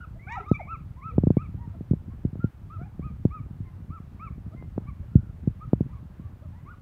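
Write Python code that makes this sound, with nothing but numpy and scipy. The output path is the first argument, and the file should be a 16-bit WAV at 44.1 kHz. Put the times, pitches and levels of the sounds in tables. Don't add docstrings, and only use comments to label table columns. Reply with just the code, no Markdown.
import sys
import numpy as np
from scipy import signal
from scipy.fft import rfft, irfft
from scipy.io import wavfile
from scipy.ndimage import uniform_filter1d, minimum_filter1d

SR = 44100
rng = np.random.default_rng(int(sys.argv[2]) if len(sys.argv) > 2 else 0)


def master_out(mix):
    frames = np.transpose(np.atleast_2d(mix))
    ceiling = np.clip(frames, -1, 1)
    pcm = np.round(ceiling * 32767).astype(np.int16)
    wavfile.write(sys.argv[1], SR, pcm)


N = 300321

# frequency in Hz, relative level in dB.
FIELD_COLOUR = [(180, -34), (300, -4), (440, -9), (700, -9), (1280, -12), (5340, -32.5), (10400, -35.5),
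                (15000, -33), (16000, -41)]
# time in seconds, level in dB.
GUSTS = [(0.0, -40.5), (0.83, -42), (1.06, -42), (1.21, -32.5), (1.38, -38), (1.61, -36.5), (2.26, -40.5),
         (2.56, -43.5), (2.73, -42), (3.02, -35.5), (3.2, -39), (4.0, -40), (4.4, -38), (5.39, -37.5),
         (6.71, -43), (6.81, -46)]
# start in seconds, peak in dB, eddy size as a nominal length in ms.
WIND_PUFFS = [(0.512, -5.5, 0.45), (1.179, -5.5, 0.41), (1.234, -10, 0.49), (1.268, -6.5, 0.53),
              (1.302, -6, 0.47), (1.367, -7, 0.48), (1.541, -29, 0.69), (1.672, -27, 0.9),
              (1.806, -23.5, 0.54), (1.908, -8.5, 0.77), (1.932, -14, 0.52), (2.081, -26.5, 0.99),
              (2.248, -12, 0.66), (2.327, -25.5, 0.85), (2.353, -28, 0.39), (2.388, -24.5, 1),
              (2.44, -10.5, 0.63), (2.812, -28.5, 0.54), (2.992, -23.5, 0.49), (3.25, -6.5, 0.53),
              (3.405, -29, 1), (3.505, -27, 1), (3.6, -24, 1), (3.899, -26.5, 1), (3.999, -31, 0.75),
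              (4.378, -31, 0.69), (4.461, -28, 0.93), (4.545, -32.5, 0.54), (4.623, -35.5, 0.077),
              (4.777, -15.5, 0.32), (5.152, 0.5, 0.9), (5.472, -10, 0.67), (5.73, -5.5, 0.38),
              (5.805, -10.5, 0.56), (5.861, -28, 0.73), (6.194, -29, 0.79)]
# delay in seconds, level in dB, smear time in seconds.
TREE_ECHOES = [(0.024, -15, 0.014), (0.053, -14.5, 0.0098), (.07, -23, .02)]
# frequency in Hz, gain in dB.
MOUTH_COLOUR = [(400, -2.5), (750, 2), (1000, 4), (1300, 3.5), (1600, -2.5), (2000, 2.5), (2300, 0),
                (2550, -6), (2680, -12), (3000, -14.5)]
# frequency in Hz, gain in dB.
THROAT_COLOUR = [(2000, -1.5), (3000, -18), (3900, -23), (4700, -37.5), (5400, -28.5), (7000, -38.5),
                 (8200, -55)]
# time in seconds, gain of the upper partials in dB.
THROAT_STRAIN = [(0, -24), (.26, -20), (.31, -8), (.36, -9), (.375, -25.5), (.49, -8), (.52, -5.5),
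                 (.575, -14.5), (.59, -26), (6.8, -26.5)]
# time of the pitch turn in seconds, time before and after it in ms,
# pitch at start, turn and end in Hz, fundamental and octave in dB before the mouth colours them,
# swell into the turn in dB, jitter as a share of the pitch.
DOG_CRIES = [ (0.019, 25, 38.6, 1446, 1451, 1150, -49, -59, -1, 0.021),
             (.168, 32, 19, 540, 673, 680, -52.5, -77, 25, .008),
             (0.271, 84, 9.7, 975, 1170, 1144, -65, -53.5, 26, 0.011),
             (.3, 24, 12, 1033, 1262, 1280, -59, -43, 10, 0.0072),
             (.33, 29.6, 23, 1040, 1141, 1226, -57, -45.5, 8, 0.012),
             (.355, 90, 15, 688, 966, 940, -41, -45, 16.5, 0.011),
             (.384, 22, 13.9, 966, 745, 670, -34.5, -56, 7, 0.023),
             (0.389, 39, 30.6, 1145, 1367, 1207, -44, -56, -2, 0.011),
             (0.406, 10, 35, 416, 408, 410, -42, -86, 19, 0.018),
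             (.455, 30, 19, 963, 1130, 1290, -61, -54.5, 8, .015),
             (.47, 12, 26, 1252, 1226, 1150, -49, -74, -1, 0.0088),
             (0.518, 41, 27, 1160, 1320, 1107, -43, -66, 1.5, 0.0066),
             (0.559, 28, 26, 1314, 1140, 1340, -56, -40, 29.5, 0.0088),
             (.61, 22.3, 17, 1042, 700, 497, -36.5, -61, 16.5, 0.018),
             (.625, 42, 51, 2000, 2226, 2270, -50.5, -90, 12, 0.012),
             (0.725, 58, 46.4, 1014, 1325, 980, -41, -52, 17, 0.0092),
             (0.999, 43, 25, 819, 1072, 1020, -55.5, -76, 12.5, 0.0089),
             (1.077, 66.5, 51, 965, 1327, 1026, -40, -57.5, 25.5, 0.0046),
             (1.14, 41, 19.3, 442, 480, 480, -54, -87, 4, .035),
             (1.419, 50, 55, 1010, 1300, 1030, -49.5, -55.5, 17, 0.014),
             (1.625, 55, 44, 691, 983, 900, -59.5, -71, 4, 0.018),
             (1.748, 19, 18, 638, 643, 672, -56, -73, 6, 0.043),
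             (2.136, 43, 18, 1065, 1110, 1137, -65, -82, 6, 0.0048),
             (2.432, 37, 38, 1255, 1416, 1380, -45, -67, 15, 0.0068),
             (2.737, 41, 45, 1117, 1318, 1190, -53.5, -69, -4, 0.0068),
             (2.85, 38, 13, 1040, 1204, 1270, -76, -69, 6, .008),
             (2.83, 48, 19.6, 621, 716, 805, -57, -61.5, 4, 0.017),
             (2.865, 15, 22, 800, 842, 635, -62, -71, -7, .015),
             (3.059, 46, 52, 1023, 1260, 1124, -51.5, -62, 15, .008),
             (3.35, 52, 62, 1030, 1288, 1030, -41, -60, 30, 0.009),
             (3.664, 36, 51, 1004, 1050, 1057, -70, -73, 12, 0.0073),
             (3.945, 49, 50.5, 1027, 1365, 1100, -45.5, -61, 9.5, 0.0057),
             (4.24, 50, 55, 1015, 1320, 1024, -46, -55, 10, 0.0062),
             (4.54, 27, 13, 570, 660, 765, -58, -62, 8, 0.011),
             (4.575, 20, 66, 1010, 1047, 1030, -71, -62.5, 10, 0.0066),
             (4.839, 13, 14, 640, 643, 627, -58.5, -64.5, 17, 0.03),
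             (4.889, 30, 28.4, 1032, 1164, 1030, -55, -62, 15, 0.016),
             (5.038, 18, 17, 549, 574, 610, -59, -79, 10.5, .008),
             (5.2, 130, 120, 1330, 1470, 1310, -68.5, -94.5, 5, 0.041),
             (5.634, 44, 35, 957, 1280, 1124, -46, -71, 34, 0.0041),
             (5.938, 17, 16, 1313, 1204, 1160, -60, -84, 13, 0.006),
             (5.975, 92, 30, 833, 1113, 870, -67, -80, 3, 0.024),
             (6.17, 40, 13, 910, 976, 993, -74, -92, 8, 0.031),
             (6.25, 59, 43, 994, 1180, 1020, -68, -88, 4, 0.011),
             (6.447, 32, 26, 495, 655, 550, -59, -67, -10, 0.02),
             (6.58, 60, 35, 755, 970, 963, -68, -73, 2, 0.021),
             (6.689, 41, 20, 957, 1221, 1270, -50, -67.5, 28, .008),
             (6.714, 28, 38, 1287, 1458, 1050, -53, -70, 5, 0.01), ]

VENT_HZ, AMP_HZ, PORT_DAMPING = 87, 65, 1.506
ARCH_POWER = 1.8
OCTAVE_FADE_SHARE = .2
WAVER_SHARE, WAVER_DB = 0.0099, 2.06


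def undb(db):
    return 10 ** (np.asarray(db) / 20)


def level(x, db):
    return x * undb(db) / np.sqrt(np.mean(x ** 2))


def curve(at, table):
    return np.interp(at, *np.transpose(table))


def walk(rate):
    hold = int(SR / rate)
    steps = np.repeat(rng.standard_normal(N // hold + 1), hold)
    return 1.3 * uniform_filter1d(steps, hold)[:N]


def field_bed():
    hz = np.fft.rfftfreq(N, 1 / SR) + 1
    colour_hz, colour_db = np.transpose(FIELD_COLOUR)
    colour = undb(np.interp(np.log(hz), np.log(colour_hz), colour_db))
    bed = 0
    for centre in 250 * 2. ** np.arange(7):
        band = np.cos(np.pi / 2 * np.clip(np.log2(hz / centre), -1, 1))
        noise = irfft(rfft(rng.standard_normal(N)) * colour * band, N)
        flicker_db = 1.2 * min(1500 / centre, 1) * walk(12)
        bed = bed + noise * undb(flicker_db)
    return level(bed, db=-63)


def microphone_port(push, tuning):
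    for hz in VENT_HZ, VENT_HZ, AMP_HZ:
        corner = 2 * np.pi * hz * tuning
        bass_cut = signal.bilinear([1, 0, 0], [1, PORT_DAMPING * corner, corner ** 2], SR)
        push = signal.lfilter(*bass_cut, push)
    return push


def eddy(size_ms):
    size_ms = max(size_ms, .1)
    softness = 3.72 * min(size_ms / 0.97, 3) ** 0.94
    t_ms = np.arange(SR // 10) / SR * 1000
    age = t_ms / size_ms * softness / 3
    ring = microphone_port(age ** softness * np.exp(-age), tuning=(0.54 / size_ms) ** 0.23)
    top_hz = min(300 / size_ms, 1200)
    ring = signal.sosfilt(signal.butter(2, top_hz, fs=SR, output="sos"), ring)
    return ring / np.abs(ring).max()


def wind_rumble(per_second=70, spread_db=1.5):
    rumble = 0
    for size_ms, db in [(.3, -30), (.5, -12.0), (1.1, 0), (2.6, 1.5), (7.5, -10.5)]:
        arrival, side, strength = rng.random((3, N))
        gain = undb(-spread_db * np.log(strength + 1e-4))
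        hits = (arrival < per_second / SR) * np.sign(side - .5) * gain
        rumble = rumble + level(signal.fftconvolve(hits, eddy(size_ms))[:N], db)
    flutter = undb(1.7 * walk(42))
    return level(rumble * flutter, 0) * undb(curve(np.arange(N) / SR, GUSTS))


def wind_thumps(sign_flip_s=5):
    thumps = np.zeros(N + SR)
    wake = eddy(size_ms=1.24)
    for (start, db, size_ms), spacing in zip(WIND_PUFFS, rng.random((len(WIND_PUFFS), 3))):
        push = undb(db) * (1 if start < sign_flip_s else -1)
        ring = eddy(size_ms) * push
        thumps[int((start + .0022) * SR):][:len(ring)] += ring
        for k, lag in enumerate(np.cumsum(0.0059 + 0.01 * spacing)):
            wake_gain = undb(-19 - 1.4 * k) * size_ms / 1.07
            thumps[int((start + .006 + lag) * SR):][:len(wake)] += wake * wake_gain * push
    return thumps[:N]


def tree_echo(sound):
    response = np.zeros(SR // 4)
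    t = np.arange(SR // 8) / SR
    for delay, db, smear in TREE_ECHOES:
        scatter = rng.standard_normal(len(t)) * np.exp(-t / smear)
        response[int(delay * SR):][:len(t)] += undb(db) * scatter / np.linalg.norm(scatter)
    return signal.fftconvolve(sound, response)[:N]


def cry(row, strain_db, waver, jitter):
    turn, rise_ms, fall_ms, start_hz, turn_hz, end_hz, db, octave_db, swell_db, hoarseness = row
    start, end = max(turn - rise_ms / 1000, 0), turn + fall_ms / 1000
    span = np.arange(int(start * SR), min(int(end * SR), N))
    t = span / SR
    before = t < turn
    from_turn = abs(t - turn) / np.where(before, turn - start, end - turn)
    arched = (start_hz - turn_hz) * (end_hz - turn_hz) > 0
    bend = from_turn ** (ARCH_POWER if arched else 1)
    hz = turn_hz + (np.where(before, start_hz, end_hz) - turn_hz) * bend
    unsteady_hz = hz * (1 + WAVER_SHARE * waver[span] + hoarseness * jitter[span])
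    phase = 2 * np.pi * np.cumsum(unsteady_hz) / SR
    slack_db = swell_db * from_turn ** 1.6
    partials_db = [db - slack_db + curve(hz, MOUTH_COLOUR),
                   octave_db - OCTAVE_FADE_SHARE * slack_db + curve(2 * hz, MOUTH_COLOUR)]
    effort_db = np.maximum(*partials_db) + strain_db[span]
    partials_db += [effort_db + curve(k * hz, THROAT_COLOUR) for k in range(3, 10)]
    rasp_db = 1.26 * (jitter[span[::-1]] + 0.6 * waver[span])
    tone = sum(undb(partial_db + k * rasp_db) * np.sin((k + 1) * phase)
               for k, partial_db in enumerate(partials_db))
    edge = np.clip(np.minimum(t - start, end - t) / .012, 0, 1)
    envelope = np.sin(edge * np.pi / 2) ** 2 * undb(WAVER_DB * waver[span[::-1]])
    return np.bincount(span, np.sqrt(2) * tone * envelope, N)


def dog_whines():
    strain_db = curve(np.arange(N) / SR, THROAT_STRAIN)
    waver, jitter = walk(60), walk(400)
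    return sum(cry(row, strain_db, waver, jitter) for row in DOG_CRIES)


def scene():
    whines = dog_whines()
    return (whines + tree_echo(whines) + wind_thumps() + wind_rumble() + field_bed())[None]


def record(dry, threshold=.5, top_hz=15750):
    held_peak = -minimum_filter1d(-np.abs(dry), size=1500)
    peak = uniform_filter1d(held_peak, size=600)
    gain = np.minimum(1, (threshold / (peak + 1e-9)) ** 0.27)
    return signal.sosfilt(signal.ellip(10, .2, 60, top_hz, fs=SR, output="sos"), dry * gain)


dry = scene()
out = record(dry)
master_out(out)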